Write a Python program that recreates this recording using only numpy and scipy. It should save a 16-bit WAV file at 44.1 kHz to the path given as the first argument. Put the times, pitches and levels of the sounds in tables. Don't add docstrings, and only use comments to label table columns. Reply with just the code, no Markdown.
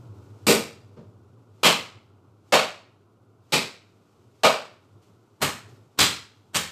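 import sys
import numpy as np
from scipy import signal
from scipy.fft import rfft, irfft
from scipy.io import wavfile
from scipy.ndimage import uniform_filter1d

SR = 44100
rng = np.random.default_rng(int(sys.argv[2]) if len(sys.argv) > 2 else 0)


def digitize_waveform(pressure):
    field = np.atleast_2d(pressure).T
    bounded = np.clip(field, -1, 1)
    quanta = np.round(bounded * 32767).astype(np.int16)
    wavfile.write(sys.argv[1], SR, quanta)


N = 295911

# (frequency [Hz], level [dB])
DRONE_COLOUR = [(30, -36), (62, -28.5), (80, -24), (92, -3), (103, 3.5), (120, -2), (140, -14), (200, -16),
                (400, -16.5), (700, -28), (1450, -32.5), (1700, -54.5), (4000, -69.5)]
# (time [s], level [dB], width [s])
DRONE_SWELLS = [(1.978, -50.5, .035), (2.307, -57, 0.044), (4.22, -56.5, 0.061), (4.97, -51.5, 0.029),
                (5.11, -55, .03), (5.697, -49.5, 0.13)]
# (frequency [Hz], level [dB])
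HUM_COLOUR = [(30, -37), (74, -32.5), (100, -10.5), (135, -17), (240, -16.5), (280, -15), (403, -13),
              (495, -23), (747, -24.5), (1440, -26.5), (1680, -44.5), (3070, -45), (5550, -51.5),
              (14000, -56)]
# (frequency [Hz], level [dB])
RUSTLE_COLOUR = [(200, -14.5), (700, 4), (1400, 0), (1800, -3), (2500, 0), (5000, -2.5), (8000, -5),
                 (9200, -11.5), (14000, -12.5)]
# (time [s], level [dB])
RUSTLE_LEVELS = [(0, -68), (.4, -68), (1.2, -76.5), (3.35, -81), (4, -73.5), (5.3, -74.5), (6.5, -73.5)]
# (time [s], level [dB])
CLOTH_BRUSHES = [(5.015, -64), (5.68, -59), (6.66, -59)]
# (time [s], level [dB], rasp [dB], swell time [s], thud [dB], hollow boom [Hz],
# boom [dB], clack [dB], crack [Hz], crack [dB], brightness [dB], ringing note [Hz], note [dB])
ROD_KNOCKS = [(0.4663, 23.5, -15, 0.031, 10, 480, 9.5, -1.5, 2383, 4, 9, 464, 16),
              (1.631, 27.5, -18, 0.03, 1, 471, 2, -0.5, 2750, 3.5, 0.5, 3237, 14.5),
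              (2.522, 25.5, -16, 0.018, -3, 590, 10.5, 0.5, 2300, 1.5, -3, 518.5, 15),
              (3.521, 23, -22.5, 0.016, 1, 420, 4.5, -5.5, 2340, 4, 0, 857, 10),
              (4.433, 23.5, -17, .017, 0, 580, 12.5, 4.5, 2664, 3, -2, 1238, 18.5)]
# (frequency [Hz], level [dB])
WOOD_COLOUR = [(50, -29.5), (90, -11.5), (150, -4), (230, 0.5), (330, -2), (700, 0), (1250, 1.5),
               (1650, -5.5), (2400, -2.5), (4400, -3.5), (6000, -10.5), (8200, -10), (9000, -18),
               (14000, -20)]
# (delay [s], level next to the direct sound [dB])
WALL_ECHOES = [(.0028, -5), (.0066, -2.5), (0.0144, -1), (.0170, -3.5), (0.022, -3)]
# (frequency [Hz], time to fade by 60 dB [s])
ROOM_FADES = [(100, 0.45), (260, .38), (700, 0.36), (1840, 0.42), (3000, 0.36), (5000, 0.38), (8000, 0.34),
              (13000, .29)]
# (frequency [Hz], typical level above the echoes [dB])
ROOM_TONES = [(144, 6), (173, 8.5), (221, 9), (262, 2.5), (301, 2.5), (399, 7.5), (463, 9), (519, 1.5),
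              (553, 3), (606, 5.5), (642, 6), (765, 3), (823, 7), (925, 4.5), (958, 5), (1124, 6),
              (1200, 0), (1237, 6), (1468, 4), (1790, 4.5), (2277, 4.5), (2410, 5.5), (2554, 5),
              (2654, 4.5), (2874, 4.5), (3107, 5), (3227, 4.5), (3480, 2)]
# (time [s], level [dB], swell time [s])
SOFT_BUMPS = [(0.967, 1, 0.0073)]
# (frequency [Hz], level [dB])
BUMP_COLOUR = [(50, -14), (110, 6), (450, 1.5), (800, -9.5), (2000, -25.5), (5000, -30.5), (14000, -60)]
# (time [s], level [dB], swell time [s], puff of air [dB], flap [dB],
# brightness [dB], time the cloth snaps taut [s], snap [dB])
SLEEVE_CRACKS = [(5.415, 16, 0.012, 4, 6.5, 4, 5.426, -19.5),
                 (5.987, 29, 0.028, -7.5, -3.5, -5, 5.9895, -11),
                 (6.544, 19.5, .014, -3, -0.5, 0, 6.5555, -15.5)]
# (frequency [Hz], level [dB])
CLOTH_COLOUR = [(45, -19), (90, 5), (200, 0.5), (360, -1.5), (850, -5), (1250, -1.5), (1700, -5),
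                (3700, -2), (5800, -9.5), (8100, -5.5), (9200, -15), (14000, -15.5)]

BLOW_HZ = np.fft.rfftfreq(4096, 1 / SR)


def gain_of(db):
    return 10 ** (np.asarray(db) / 20)


def evened(x):
    return x / np.sqrt(np.mean(x ** 2) + 1e-20)


def read(points, hz):
    row_hz, value = np.transpose(points)
    return np.interp(np.log(hz + 1), np.log(row_hz), value)


def bell(t, centre, width):
    return np.exp(-.5 * ((t - centre) / width) ** 2)


def hump(hz, centre_hz, octaves):
    return bell(np.log2((hz + 1) / centre_hz), 0, octaves)


def treble(hz, corner_hz):
    return hz ** 4 / (hz ** 4 + corner_hz ** 4)


def add(mix, s, sound):
    part = mix[round(s * SR):][:len(sound)]
    part += sound[:len(part)]


def noise(colour):
    gains = gain_of(read(colour, np.fft.rfftfreq(N, 1 / SR)))
    return evened(irfft(rfft(rng.standard_normal(N)) * gains, N))


def click(db):
    log_gain = np.log(gain_of(np.concatenate([db, db[-2:0:-1]])))
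    spectrum = np.exp(np.conj(signal.hilbert(log_gain)))[:len(db)]
    return irfft(spectrum)[:len(db)]


def drone(start_db=-45, sink_db_per_s=7, rest_db=-62):
    t = np.arange(N) / SR
    power = gain_of(start_db - sink_db_per_s * t) ** 2 + gain_of(rest_db) ** 2
    power += sum((gain_of(db) * bell(t, s, width)) ** 2 for s, db, width in DRONE_SWELLS)
    return np.sqrt(power) * noise(DRONE_COLOUR)


def hum(level_db=-62.5):
    return gain_of(level_db) * noise(HUM_COLOUR)


def robe(knock_hiss_db=-69, knock_hiss_width_s=.06, brush_rise_s=0.013, brush_fade_db_per_s=110):
    t = np.arange(N) / SR
    power = gain_of(np.interp(t, *np.transpose(RUSTLE_LEVELS))) ** 2
    power += sum((gain_of(knock_hiss_db) * bell(t, s, knock_hiss_width_s)) ** 2 for s, *_ in ROD_KNOCKS)
    for s, db in CLOTH_BRUSHES:
        age = np.maximum(t - s, 0)
        power += (np.minimum(age / brush_rise_s, 1) * gain_of(db - brush_fade_db_per_s * age)) ** 2
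    folds_db = evened(uniform_filter1d(rng.standard_normal(N), size=1200))
    return np.sqrt(power) * evened(noise(RUSTLE_COLOUR) * gain_of(folds_db))


def rod(note_fade_s=.22):
    out, hz, t = np.zeros(N), BLOW_HZ, np.arange(SR) / SR
    for (s, db, rasp_db, swell_s, thud_db, boom_hz, boom_db, clack_db,
         crack_hz, crack_db, bright_db, note_hz, note_db) in ROD_KNOCKS:
        colour = read(WOOD_COLOUR, hz) + ripple(hz, depth_db=1.7)
        colour += thud_db * (1 - treble(hz, corner_hz=373.8))
        colour += boom_db * hump(hz, boom_hz, octaves=.33)
        colour += clack_db * hump(hz, centre_hz=1147, octaves=0.51)
        colour += crack_db * hump(hz, crack_hz, octaves=.2)
        colour += bright_db * treble(hz, corner_hz=6800)
        blow = click(db + colour)
        add(out, s, gain_of(rasp_db) * signal.fftconvolve(blow, rasp(contact_s=0.0015)))
        add(out, s, signal.fftconvolve(blow, room(swell_s, first_share=.35)))
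        note = ringing(t, swell_s, note_fade_s) * np.sin(2 * np.pi * note_hz * t)
        add(out, s, gain_of(db + note_db) * note)
    return out


def ripple(hz, depth_db):
    wiggle = evened(uniform_filter1d(rng.standard_normal(len(hz)), size=14))
    return depth_db * wiggle * treble(hz, corner_hz=1100)


def rasp(contact_s):
    t, out = np.arange(SR // 10) / SR, np.zeros(SR // 10)
    for delay, db in [(0.0011, 0.00093)] + WALL_ECHOES:
        burst = rng.standard_normal(len(t)) * t * np.exp(-t / contact_s)
        add(out, delay, gain_of(db) * burst / np.linalg.norm(burst))
    return out


def room(swell_s, first_share, tone_fade_s=.31, linger_db=-19, linger_fade_s=0.62):
    t = np.arange(SR) / SR
    echoes = rng.standard_normal(SR) * (rng.random(SR) < .3)
    hz, when, bands = signal.stft(echoes, SR, nperseg=256)
    hz = hz[:, None]
    age = np.maximum(when - 1.4 * swell_s, 0)
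    lingering = gain_of(linger_db - 60 * age / linger_fade_s) * (1 - treble(hz, corner_hz=5942))
    fading = np.hypot(gain_of(-60 * age / read(ROOM_FADES, hz)), lingering)
    fill_s = 0.0056 * 400 / (hz + 200)
    filling = 1 - np.exp(-(when + 0.0026) / fill_s)
    bass_cut = gain_of(-3 * (1 - treble(hz, corner_hz=900)))
    onset = 1 - np.exp(-t / 0.00089)
    swell = np.minimum(first_share + t / swell_s * (1 - first_share), 1)
    tail = signal.istft(bands * fading * filling * bass_cut, SR, nperseg=256)[1][:SR] * onset * swell
    chance_db = rng.normal(0, 1.8, len(ROOM_TONES))
    tones = sum(gain_of(db + extra_db) * np.sin(2 * np.pi * (tone_hz * t + rng.random()))
                for (tone_hz, db), extra_db in zip(ROOM_TONES, chance_db))
    return tail / np.linalg.norm(tail) + tones * ringing(t, swell_s, tone_fade_s)


def ringing(t, swell_s, fade_s):
    age = np.maximum(t - 1.4 * swell_s, 0)
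    strength = np.minimum(t / swell_s, 1) * gain_of(-60 * age / fade_s)
    return 2 * strength / strength.sum()


def bump():
    out = np.zeros(N)
    for s, db, swell_s in SOFT_BUMPS:
        blow = click(db + read(BUMP_COLOUR, BLOW_HZ))
        add(out, s, signal.fftconvolve(blow, room(swell_s, first_share=0.84)))
    return out


def sleeve(lead_s=0.016, push_db=-19, dull_db=-13):
    out, hz, t = np.zeros(N), BLOW_HZ, np.arange(SR // 20) / SR
    for s, db, swell_s, puff_db, flap_db, bright_db, snap_s, snap_db in SLEEVE_CRACKS:
        colour = read(CLOTH_COLOUR, hz) + ripple(hz, depth_db=1.5)
        colour += puff_db * (1 - treble(hz, corner_hz=718))
        colour += flap_db * hump(hz, centre_hz=1250, octaves=0.91)
        colour += bright_db * treble(hz, corner_hz=6960)
        blow = click(db + colour)
        add(out, s, signal.fftconvolve(blow, room(swell_s, first_share=0.37)))
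        add(out, snap_s, gain_of(snap_db) * signal.fftconvolve(blow, rasp(contact_s=0.0005)))
        puff = rng.standard_normal(len(t)) * (t / lead_s * np.exp(-t / lead_s)) ** 4
        dull_blow = click(db + push_db + colour + dull_db * treble(hz, corner_hz=1500))
        add(out, s - lead_s, signal.fftconvolve(dull_blow, puff / np.linalg.norm(puff)))
    return out


def scene():
    blows = rod() + bump() + sleeve()
    background = hum() + drone() + robe()
    return (blows + background)[None]


def record(dry, ceiling=.75, top_hz=14300):
    rounded = dry / (1 + (dry / ceiling) ** 4) ** .25
    treble_cut = signal.firwin(511, top_hz, window=("kaiser", 9), fs=SR)
    return signal.oaconvolve(rounded, treble_cut[None], "same")


dry = scene()
out = record(dry)
digitize_waveform(out)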